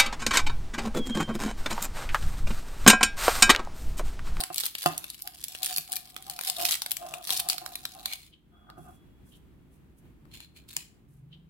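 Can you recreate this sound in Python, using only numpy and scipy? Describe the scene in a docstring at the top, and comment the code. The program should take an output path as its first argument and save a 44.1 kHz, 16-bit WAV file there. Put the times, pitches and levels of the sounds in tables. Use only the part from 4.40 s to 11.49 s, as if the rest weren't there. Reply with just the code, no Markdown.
"""Foil creases snap one by one over a rustle of tiny buckles as a wrapper is peeled off a wafer roll.
Each buckle is a short noise burst filtered by the foil; friction is noise shaped by hand gestures.
Knocks and rubbing excite decaying modes of the table top, and a small room answers, close to a phone.
After a pause with faint scuffs and squeaks the wrapper is pushed aside, with one last loud snap.
Outside, filtered noise rumbles as traffic, and two sine orders of a motor enter near the end."""
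import sys
import numpy as np
from scipy import signal
from scipy.fft import rfft, irfft, next_fast_len
from scipy.io import wavfile

SR = 44100
rng = np.random.default_rng(int(sys.argv[2]) if len(sys.argv) > 2 else 0)


def put_to_file(sound):
    """Save the sound as 16-bit audio at rate SR, in the file named by the first command-line argument."""
    columns = np.atleast_2d(sound).T  # one column per channel
    safe = np.clip(columns, -1, 1)
    whole_steps = np.round(safe * 32767)
    wavfile.write(sys.argv[1], SR, whole_steps.astype(np.int16))


N = 312669
T = np.arange(N) / SR

# Levels in the tables are relative: later gains, random flicker, filters and the room act on them.

# traffic rumble over time: start_s, level_db; and its spectrum: frequency_hz, level_db
TRAFFIC_LEVEL = [(0, -63.5), (4.0, -60.5), (4.7, -54.5), (6.0, -56.5), (6.5, -59.5)]
TRAFFIC_SPECTRUM = [(20, -17.5), (45, 0.5), (70, 2.5), (95, -5), (140, -1.5), (350, -9), (520, -23),
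                    (3000, -34.5), (5500, -45.5), (15500, -42)]
# lower order of the motor outside: start_s, pitch_hz, level_db
MOTOR_COURSE = [(6.45, 127.8, -78), (6.84, 129.2, -49.5), (7.0, 151.7, -56), (7.09, 160, -57.5)]

# faint hollow scuffs: start_s, length_s, level_db; their resonances: centre_hz, half_width_hz, level_db
SCUFF_MOVES = [(4.13, 0.39, -66.5), (4.285, 0.037, -54.5), (4.372, 0.019, -55), (4.45, 0.057, -60.5)]
SCUFF_RESONANCES = [(714, 79, -4), (1222, 70, -3), (1450, 90, -7)]
# faint high squeaks: start_s, length_s, level_db; their resonances: centre_hz, half_width_hz, level_db
SQUEAK_MOVES = [(3.93, 0.014, -58), (4.925, 0.029, -60.5), (6.927, 0.011, -52.5)]
SQUEAK_RESONANCES = [(3100, 220, 2), (3500, 650, -7)]
# faint, airy high rustles: start_s, length_s, level_db; their band: centre_hz, half_width_hz, level_db
AIRY_RUSTLES = [(4.38, 0.18, -66.5), (4.86, 0.11, -68), (5.315, 0.05, -72), (5.578, 0.015, -67),
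                (6.69, 0.1, -75.5)]
AIRY_RUSTLE_BAND = [(10400, 4000, 0)]
# thin, slowly fading whistle: start_s, length_s, level_db; its pitch: centre_hz, half_width_hz, level_db
WHISTLE_MOVES = [(4.15, 0.27, -74.5)]
WHISTLE_RESONANCES = [(3353, 22, 0)]

# modes of the table top: frequency_hz, level_db, t60_s
TABLE_MODES = [(163, -15.5, 0.094), (345, -8, 0.096), (732.3, 6, 0.057), (1060, -7, 0.07), (1200, -2, 0.05),
               (1470, -4.5, 0.011), (2680, 1.5, 0.07)]
# hand landing on the table, and at 0.103 s a brief squeak that sets the board ringing: start_s, level_db,
# contact_ms (the push peaks after a quarter of it)
HAND_KNOCKS = [(0.103, -32.5, 0.56), (0.46, -13, 0.59), (1.381, -16.5, 7.6), (4.379, -25.5, 3.2),
               (4.393, -18.5, 5.9), (6.367, -19, 7.9)]
# strokes of hand and wafer over the table: start_s, length_s, level_db
TABLE_STROKES = [(0.016, 0.012, -45), (0.455, 0.005, -45), (0.848, 0.012, -56), (0.93, 0.012, -61),
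                 (1.2, 0.12, -56.5), (1.49, 0.09, -55.5), (1.87, 0.12, -52.5), (2.08, 0.01, -43),
                 (2.185, 0.1, -42.5), (2.62, 0.19, -46), (2.91, 0.24, -46), (3.22, 0.099, -47),
                 (3.56, 0.18, -55.5), (4.45, 0.042, -56.5)]
# the resting hand shifts lightly while the wafer is drawn out: start_s, length_s, level_db
RESTING_HAND = (1.1, 2.6, -65)
# centre of the rubbing note, which dips and recovers: start_s, pitch_hz
RUBBING_PITCH = [(2.1, 745.4), (2.2, 702), (2.4, 732.5), (2.6, 707), (2.7, 656.6), (2.92, 737.4)]

# emptied wrapper pushed over the table: start_s, length_s, level_db
WRAPPER_PUSHES = [(3.655, 0.082, -42.5), (3.83, 0.02, -56), (5.935, 0.027, -47.5), (5.98, 0.058, -53.5),
                  (6.168, 0.0051, -51), (6.3, 0.12, -52)]
# resonances of the empty sleeve: centre_hz, width_hz, boost_db
SLEEVE_RESONANCES = [(2360, 750, 13), (3110, 240, 6.5), (3480, 180, 7.5), (4170, 360, 11.5), (7000, 540, 7)]
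# fingers squeeze or pull the foil: start_s, length_s, level_db
FOIL_GRIPS = [(0.13, 0.044, -41), (0.175, 0.076, -38), (0.385, 0.089, -44.5), (0.55, 0.19, -51.5),
              (1.02, 0.31, -49), (1.225, 0.061, -38), (1.31, 0.078, -42.5), (1.9, 0.13, -50),
              (2.035, 0.066, -36.5), (2.17, 0.11, -38), (2.25, 0.06, -31), (2.6, 0.084, -50),
              (2.84, 0.056, -44), (2.9, 0.065, -32.5), (3.09, 0.018, -35.5), (3.655, 0.16, -57.5),
              (6.29, 0.064, -56.5)]
# the held wrapper stirs between grips: start_s, length_s, level_db
HELD_WRAPPER = (0, 3.76, -55)
# radiation spectrum of the foil: frequency_hz, level_db
FOIL_SPECTRUM = [(100, -26), (400, -21), (900, -9), (1800, -6), (2700, -2), (4200, 1.5), (5200, -1.5),
                 (6100, -5.5), (7200, -3.5), (9500, -1.5), (12500, -2.5), (15500, -6.5)]
# single snaps and ticks, loud and faint: start_s, peak_db, facet_ring_hz,
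# body_db (below 2.6 kHz, relative to the peak), left_minus_right_db
CREASE_SNAPS = [(0.0034, -17, 9600, -30, 2), (0.0094, -15.5, 9850, -30, 2), (0.0366, -14.5, 8700, -13, -4),
                (0.1433, -19, 10400, -39.5, 7), (0.159, -18.5, 11450, -30, 4),
                (0.1803, -11, 4000, -32, 0.5), (0.2002, -16, 14220, -29, -8),
                (0.2352, -17, 3880, -13.5, -3), (0.255, -15.5, 11200, -30, 4.5),
                (0.263, -13.5, 14500, -28.5, 0), (0.351, -18.5, 3860, -14.5, 4),
                (0.439, -23, 10880, -19, 3.5), (0.4597, -10, 1304, -15, 0),
                (0.5782, -15.5, 11600, -61.5, -2), (0.6413, -22, 2530, -17.5, 4.5),
                (0.7006, -22, 10430, -23.5, 3), (0.8203, -20.5, 13100, -56, -1),
                (0.874, -20, 12500, -25, -1), (1.0394, -17, 11800, -27.5, -2),
                (1.082, -22.5, 11900, -37.5, 5.5), (1.149, -24, 2740, -13, 3.5),
                (1.2301, -12, 4272, -41.5, 8), (1.2448, -16, 9760, -36, 2),
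                (1.26, -15.5, 9190, -42.5, -5.5), (1.3618, -13.5, 4270, -34, -2),
                (1.372, -16.5, 11720, -28, 3), (1.3814, -11, 11860, -23.5, 1),
                (1.5193, -15.5, 11200, -37.5, 3.5), (1.5273, -15.5, 9840, -33, 4),
                (1.5342, -21.5, 8840, -20.5, 0.5), (1.5563, -18, 9300, -47, 12),
                (1.5634, -17, 13000, -34, 2), (1.5669, -18, 13600, -25, 1.5),
                (1.7638, -23, 1290, -12, -2.5), (1.8975, -19, 9900, -28, 4), (1.9897, -20, 1493, -15.5, 5),
                (2.01, -18.5, 10000, -14, 3), (2.0733, -18.5, 9000, -30, 0.5),
                (2.0984, -10, 4400, -31.5, 6), (2.223, -19, 12850, -25.5, -3.5),
                (2.2515, -8.5, 4680, -21.5, -3), (2.2917, -16.5, 4940, -31, 3),
                (2.309, -12, 6880, -30.5, 2), (2.3176, -16.5, 4630, -29.5, 0), (2.3224, -14, 3445, -25, 0),
                (2.353, -17, 8720, -21, -2.5), (2.419, -14, 4220, -23, 4.5), (2.461, -17, 3460, -18, 1.5),
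                (2.5082, -19.5, 9930, -24, 2), (2.5161, -10, 13000, -27.5, 5),
                (2.5675, -17.5, 7280, -30, 7.5), (2.7383, -19, 2600, -12.5, 4.5),
                (2.893, -20, 4200, -11, 5), (2.9042, -9.5, 3660, -23.5, 3.5), (2.974, -16, 5570, -46, 4),
                (3.0869, -11.5, 9100, -28.5, 2.5), (3.0984, -7.5, 4330, -27, 1.5),
                (3.13, -20, 4395, -19, -5), (3.181, -19.5, 4160, -20.5, -7),
                (3.2615, -20.5, 5550, -16.5, -6), (3.3545, -18.5, 10900, -21, 3),
                (3.4526, -16.5, 3975, -15.5, 3), (3.657, -13.5, 3700, -23, 0), (3.7337, -18, 3430, -26, 2),
                (4.3, -37, 3930, -2, 0), (5.853, -49.5, 1100, -5, 10), (6.003, -32.5, 3930, -17, 3),
                (6.3654, -12.5, 7000, -24, 2)]

# time constants in s of the gesture envelopes; gripped foil gives at once and settles more slowly
GRIP_ATTACK_S, GRIP_RELEASE_S = 0.0051, 0.035
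STROKE_ATTACK_S, STROKE_RELEASE_S = 0.012, 0.025
PUSH_ATTACK_S, PUSH_RELEASE_S = 0.0091, 0.024
# the crackle comes in bunches: spread in dB, random levels per second
BUNCH_DB, BUNCHES_PER_S = 3, 90
LEAD_S = 0.006  # room for a facet to stir before it flips
ROOM_T60_S, ROOM_TREBLE_T60_S, ROOM_BUILD_S = 0.4, 0.27, 0.0055
TOP_HZ = 15900  # upper limit of the phone


def undb(db):
    """Convert a level in decibels to an amplitude ratio."""
    return 10 ** (np.asarray(db) / 20)


def curve(rows, column=1):
    """Interpolate a table column linearly in time."""
    rows = np.array(rows)
    return np.interp(T, rows[:, 0], rows[:, column])


def unit(x):
    """Normalize to a root-mean-square value of 1."""
    return x / np.sqrt(np.mean(x ** 2))


def panned(db):
    """Power-preserving left and right gains for a level difference in dB."""
    return unit(undb(np.array([[db], [-db]]) / 2))


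def colour(points, hz):
    """Interpolate a spectrum in dB on a logarithmic frequency axis."""
    f, db = np.transpose(points)
    return np.interp(np.log(hz + 1), np.log(f), db)


def shaped(x, db_at):
    """Linear filtering: multiply the spectrum by a gain in dB given as a function of frequency."""
    size = next_fast_len(x.shape[-1])
    gain = undb(db_at(np.fft.rfftfreq(size, 1 / SR)))
    return irfft(rfft(x, size) * gain, size)[..., :x.shape[-1]]


def causal(db):
    """Minimum phase: fold the cepstrum of a dB spectrum (last axis) so that it rings only after the blow."""
    cepstrum = irfft(db * np.log(10) / 20)
    half = cepstrum.shape[-1] // 2
    cepstrum[..., 1:half] *= 2
    cepstrum[..., half + 1:] = 0
    return np.exp(rfft(cepstrum))


def walk(rate):
    """Slow random fluctuation: Gaussian values at the given rate in Hz, joined by lines, spread near 1."""
    knots = rng.standard_normal(int(N / SR * rate) + 2)
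    return 1.28 * np.interp(T * rate, np.arange(len(knots)), knots)


def add(out, s, sound):
    """Superposition: mix a sound in from time s, in seconds."""
    start = int(s * SR)
    a, b = max(start, 0), min(start + sound.shape[-1], N)
    if b > a:
        out[..., a:b] += sound[..., a - start:b - start]


def gestures(rows, attack_s, release_s):
    """Exponential envelope: each move swells, holds and dies away; the strongest one leads."""
    gain = np.full(N, 1e-6)
    for start, length, db in rows:
        before = np.maximum(start - T, 0) / attack_s
        after = np.maximum(T - start - length, 0) / release_s
        gain = np.maximum(gain, undb(db) * np.exp(-np.minimum(before + after, 20)))
    return gain


def outside(upper_ratio=1.175, upper_db=-2, side_db=-7):
    """Filtered noise and beating: traffic rumbles through the walls; two close motor orders beat."""
    mid, side = rng.standard_normal((2, N))
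    # the two channels are more alike in the bass
    side = shaped(side, lambda hz: side_db / (1 + (hz / 500) ** 2))
    channels = np.array([mid + side, mid - side])
    rumble = unit(shaped(channels, lambda hz: colour(TRAFFIC_SPECTRUM, hz)))
    phase = 2 * np.pi * np.cumsum(curve(MOTOR_COURSE)) / SR
    orders = np.sin(phase) + undb(upper_db) * np.sin(upper_ratio * phase)
    motor = orders * (T > MOTOR_COURSE[0][0])
    flicker_db = 1.2 * walk(12)
    return rumble * undb(curve(TRAFFIC_LEVEL) + flicker_db) + motor * undb(curve(MOTOR_COURSE, 2))


def room(x, early_db, tail_db):
    """Reverberation: near surfaces answer around 7 ms; a short tail builds up and loses its treble first."""
    t = T[:SR // 2]
    early = rng.standard_normal((2, len(t))) * np.exp(-((t - .007) / 0.0042) ** 2)
    wash = rng.standard_normal((2, len(t))) * (1 - np.exp(-(t / ROOM_BUILD_S) ** 2))
    low = shaped(wash, lambda hz: -20 * np.log10(1 + (hz / 5000) ** 2))
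    treble = wash - low
    tail = low * undb(-60 * t / ROOM_T60_S) + treble * undb(-60 * t / ROOM_TREBLE_T60_S)
    response = (undb(early_db) * unit(early) + undb(tail_db) * unit(tail)) / np.sqrt(len(t))
    return signal.oaconvolve(x, response, axes=1)[:, :N]


def ringing(moves, resonances, attack_s=0.0063, release_s=0.011, rough_db=3):
    """Resonance: a rough noise sings in a few bands, with a quick start and a trailing end."""
    def timbre(hz):
        power = sum(undb(db) ** 2 / (1 + ((hz - centre) / width) ** 2) ** 2
                    for centre, width, db in resonances)
        return 10 * np.log10(power)
    hiss = rng.standard_normal((2, N)) * undb(rough_db * walk(220))
    return unit(shaped(hiss, timbre)) * gestures(moves, attack_s, release_s)


def table_top(force):
    """Modal superposition: a force rings the board, whose deep bass hardly radiates."""
    t = T[:SR // 2]
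    ring = np.zeros((2, len(t)))
    for hz, db, t60 in TABLE_MODES:
        side = panned(-5 if hz < 900 else 2)  # low modes are stronger at the right
        ring += side * undb(db - 60 * t / t60) * np.cos(2 * np.pi * hz * t)
    radiation = signal.butter(2, 110, "high", fs=SR, output="sos")
    return signal.sosfilt(radiation, signal.oaconvolve(force[None], ring)[:, :N])


def knocks(scrape_db=-23, scrape_s=0.011):
    """Impact: a longer, softer push wakes only the low modes; the fingers scrape a little as they land."""
    force, t = np.zeros(N), T[:SR // 5]
    for s, db, contact_ms in HAND_KNOCKS:
        push = t * np.exp(-4000 * t / contact_ms)
        scrape = rng.standard_normal(len(t)) * np.exp(-t / scrape_s) * (1 - np.exp(-t / 0.011))
        contact = undb(scrape_db) * scrape
        contact[0] = 1  # the blow itself
        add(force, s, undb(db) * signal.fftconvolve(contact, push / push.sum()))
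    return table_top(force)


def rubbing(board_db=-2, soft_hz=1200):
    """Stick-slip: skin slips in uneven spurts, a breathy low squeak with random slips waking the board."""
    slips = (rng.random(N) < 900 / SR) * rng.standard_normal(N)
    board = table_top(shaped(slips, lambda hz: -10 * np.log10(1 + (hz / soft_hz) ** 4)))
    # slow noise on two carriers makes the note breathy
    a, b = shaped(rng.standard_normal((2, N)), lambda hz: -10 * np.log10(1 + (hz / 20) ** 3))
    note = curve(RUBBING_PITCH) * (1 + .022 * walk(45))  # slip rate flutters around its note
    phase = 2 * np.pi * np.cumsum(note) / SR
    squeak = unit(a * np.cos(phase) + b * np.sin(phase)) * panned(1.49)
    pressure = gestures(TABLE_STROKES + [RESTING_HAND], STROKE_ATTACK_S, STROKE_RELEASE_S)
    spurts = undb(3.2 * walk(30))
    return (squeak + undb(board_db) * unit(board)) * pressure * spurts


def off_centre(x, lag_rad=1.25, corner_hz=260):
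    """Phase lag: board sound reaches the left a fraction of a cycle late; deep bass arrives together."""
    hz = np.fft.rfftfreq(N, 1 / SR)
    late = np.exp(-1j * lag_rad * np.tanh(hz / corner_hz))
    return np.array([irfft(rfft(x[0]) * late, N), x[1]])


def pushing(gain_db=0, grain_db=4.5, body_db=0):
    """Friction into a resonator: the empty sleeve skids on the table with a smooth, hollow scrape."""
    def timbre(hz):
        hollow = sum(db / (1 + (2 * (hz - centre) / width) ** 2) for centre, width, db in SLEEVE_RESONANCES)
        return colour(FOIL_SPECTRUM, hz) + hollow + body_db / (1 + (hz / 1500) ** 4)
    friction = rng.standard_normal((2, N)) * undb(grain_db * walk(300))
    moves = gestures(WRAPPER_PUSHES, PUSH_ATTACK_S, PUSH_RELEASE_S)
    return unit(shaped(friction, timbre)) * moves * undb(gain_db)


def sliding(effort, gain_db=-4, sleeve_hz=3300, sleeve_db=4):
    """Sliding friction: foil on wafer gives a fine, grainy hiss, coloured by the hollow sleeve."""
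    def timbre(hz):
        sleeve = sleeve_db / (1 + ((hz - sleeve_hz) / 900) ** 2)
        return colour(FOIL_SPECTRUM, hz) + sleeve - 7 / (1 + (hz / 1500) ** 4)
    friction = rng.standard_normal((2, N)) * undb(6 * walk(900))
    return unit(shaped(friction, timbre)) * effort * undb(gain_db)


def buckle(out_db, ring_hz, body_db, pan_db, lag_s, rise_s, fall_s, flutter_db, ring_db, size=1024):
    """Buckling: a facet stirs, gives way in a sharp burst and flutters briefly."""
    t, hz = T[:size] - LEAD_S, np.fft.rfftfreq(size, 1 / SR)
    flutter = np.exp(np.minimum(t / .002, -t / .0035))
    burst = np.exp(np.minimum(t / rise_s, -t / fall_s)) + undb(flutter_db) * flutter
    # the facet beams differently to each channel, so only part of the burst is shared
    shared = rng.standard_normal(size)
    channels = burst * (shared + 0.82 * rng.standard_normal((2, size)))
    ring = ring_db / (1 + (np.log((hz + 1) / ring_hz) / 0.14) ** 2)
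    body = body_db / (1 + (hz / 2600) ** 4)
    channels = irfft(rfft(channels) * causal(colour(FOIL_SPECTRUM, hz) + ring + body))
    late = int(lag_s < 0)  # positive lag delays the left
    channels[late] = np.roll(channels[late], int(abs(lag_s) * SR))
    energy = np.sum(channels ** 2, axis=1, keepdims=True) / (SR / 1000)  # power over 1 ms
    return channels / np.sqrt(energy) * undb(out_db) * panned(pan_db)


def rustle(effort, spread_db=8, gain_db=1.5, ring_db=5, body_db=-3, count=3600):
    """Random superposition: countless tiny buckles of many pitches, louder with the fingers' effort."""
    out, effort_db = np.zeros((2, N)), 20 * np.log10(effort)
    draws = np.c_[rng.random(count), rng.standard_normal((count, 5))]
    for when, size, pitch, body, side, lag in draws:
        db = effort_db[int(when * N)] + gain_db + spread_db * min(size, 1.3)
        hz = 2500 * 6 ** ((1 + np.tanh(pitch)) / 2)  # 2.5 to 15 kHz
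        pan_db, lag_s = 1 + 3 * side, .0002 + 0.00024 * lag
        tick = buckle(db, hz, body_db + 3 * body, pan_db, lag_s, .0002, .0003, -28, ring_db)
        add(out, when * N / SR - LEAD_S, tick)
    return out


def snaps(body_db=24, ring_db=7, flutter_db=-21, crest_db=3, rise_s=0.00055, fall_s=0.00099,
          onset_s=.0011, pop_db=1, pop_s=0.00034):
    """Snap-through: a crease cracks, and the flipping sheet pushes aside a low pop of air."""
    out, t = np.zeros((2, N)), T[:SR // 100] / pop_s
    pop = (1 - t) * np.exp(-t)
    for s, db, hz, body, pan in CREASE_SNAPS:
        lag_s = rng.normal(.00027, .0001)
        crack = buckle(db - crest_db, hz, body + body_db, pan, lag_s, rise_s, fall_s, flutter_db, ring_db)
        add(out, s + onset_s - LEAD_S, crack)
        add(out, s + onset_s, undb(db + body + pop_db) * pop)
    return out


def sheet(x, depth_db=3.0, spacing_hz=150, size=8192):
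    """Modal filtering: the crumpled sheet has many narrow resonances, drawn anew for each short frame."""
    hz, _, frames = signal.stft(x, SR, nperseg=size)
    knots = np.arange(0, SR / 2, spacing_hz)
    draws = rng.standard_normal((frames.shape[-1], len(hz)))
    ripple_db = depth_db * np.array([np.interp(hz, knots, row[:len(knots)]) for row in draws])
    ripple = causal(ripple_db).T / np.sqrt(np.mean(undb(ripple_db) ** 2))
    return signal.istft(frames * ripple, nperseg=size)[1][:, :N]


def scene():
    """Superposition of direct sound, room echoes and the sounds from outside."""
    bunches = undb(BUNCH_DB * walk(BUNCHES_PER_S))
    # the foil slides only under a grip; merely held, it ticks
    pull = gestures(FOIL_GRIPS, GRIP_ATTACK_S, GRIP_RELEASE_S) * bunches
    stir = gestures(FOIL_GRIPS + [HELD_WRAPPER], GRIP_ATTACK_S, GRIP_RELEASE_S) * bunches
    foil = sheet(snaps() + rustle(stir) + sliding(pull) + pushing())
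    board = off_centre(knocks() + rubbing())
    faint = ringing(SCUFF_MOVES, SCUFF_RESONANCES) + ringing(SQUEAK_MOVES, SQUEAK_RESONANCES)
    faint += ringing(AIRY_RUSTLES, AIRY_RUSTLE_BAND, rough_db=2.5)
    faint += ringing(WHISTLE_MOVES, WHISTLE_RESONANCES, attack_s=.03, release_s=0.35, rough_db=0.5)
    # the board's main mode is strong only close to it and carries poorly into the room
    carried = shaped(board, lambda hz: -9 / (1 + ((hz - 732) / 130) ** 2))
    foil_echoes = room(foil, early_db=-15, tail_db=-12.5)
    other_echoes = room(carried + faint, early_db=-11.5, tail_db=-7.5)
    return foil + board + faint + foil_echoes + other_echoes + outside()


def record(dry):
    """Band limiting: the phone cuts the top with a steep low-pass filter."""
    return signal.sosfilt(signal.ellip(8, .2, 70, TOP_HZ, fs=SR, output="sos"), dry)


dry = scene()
out = record(dry)
put_to_file(out)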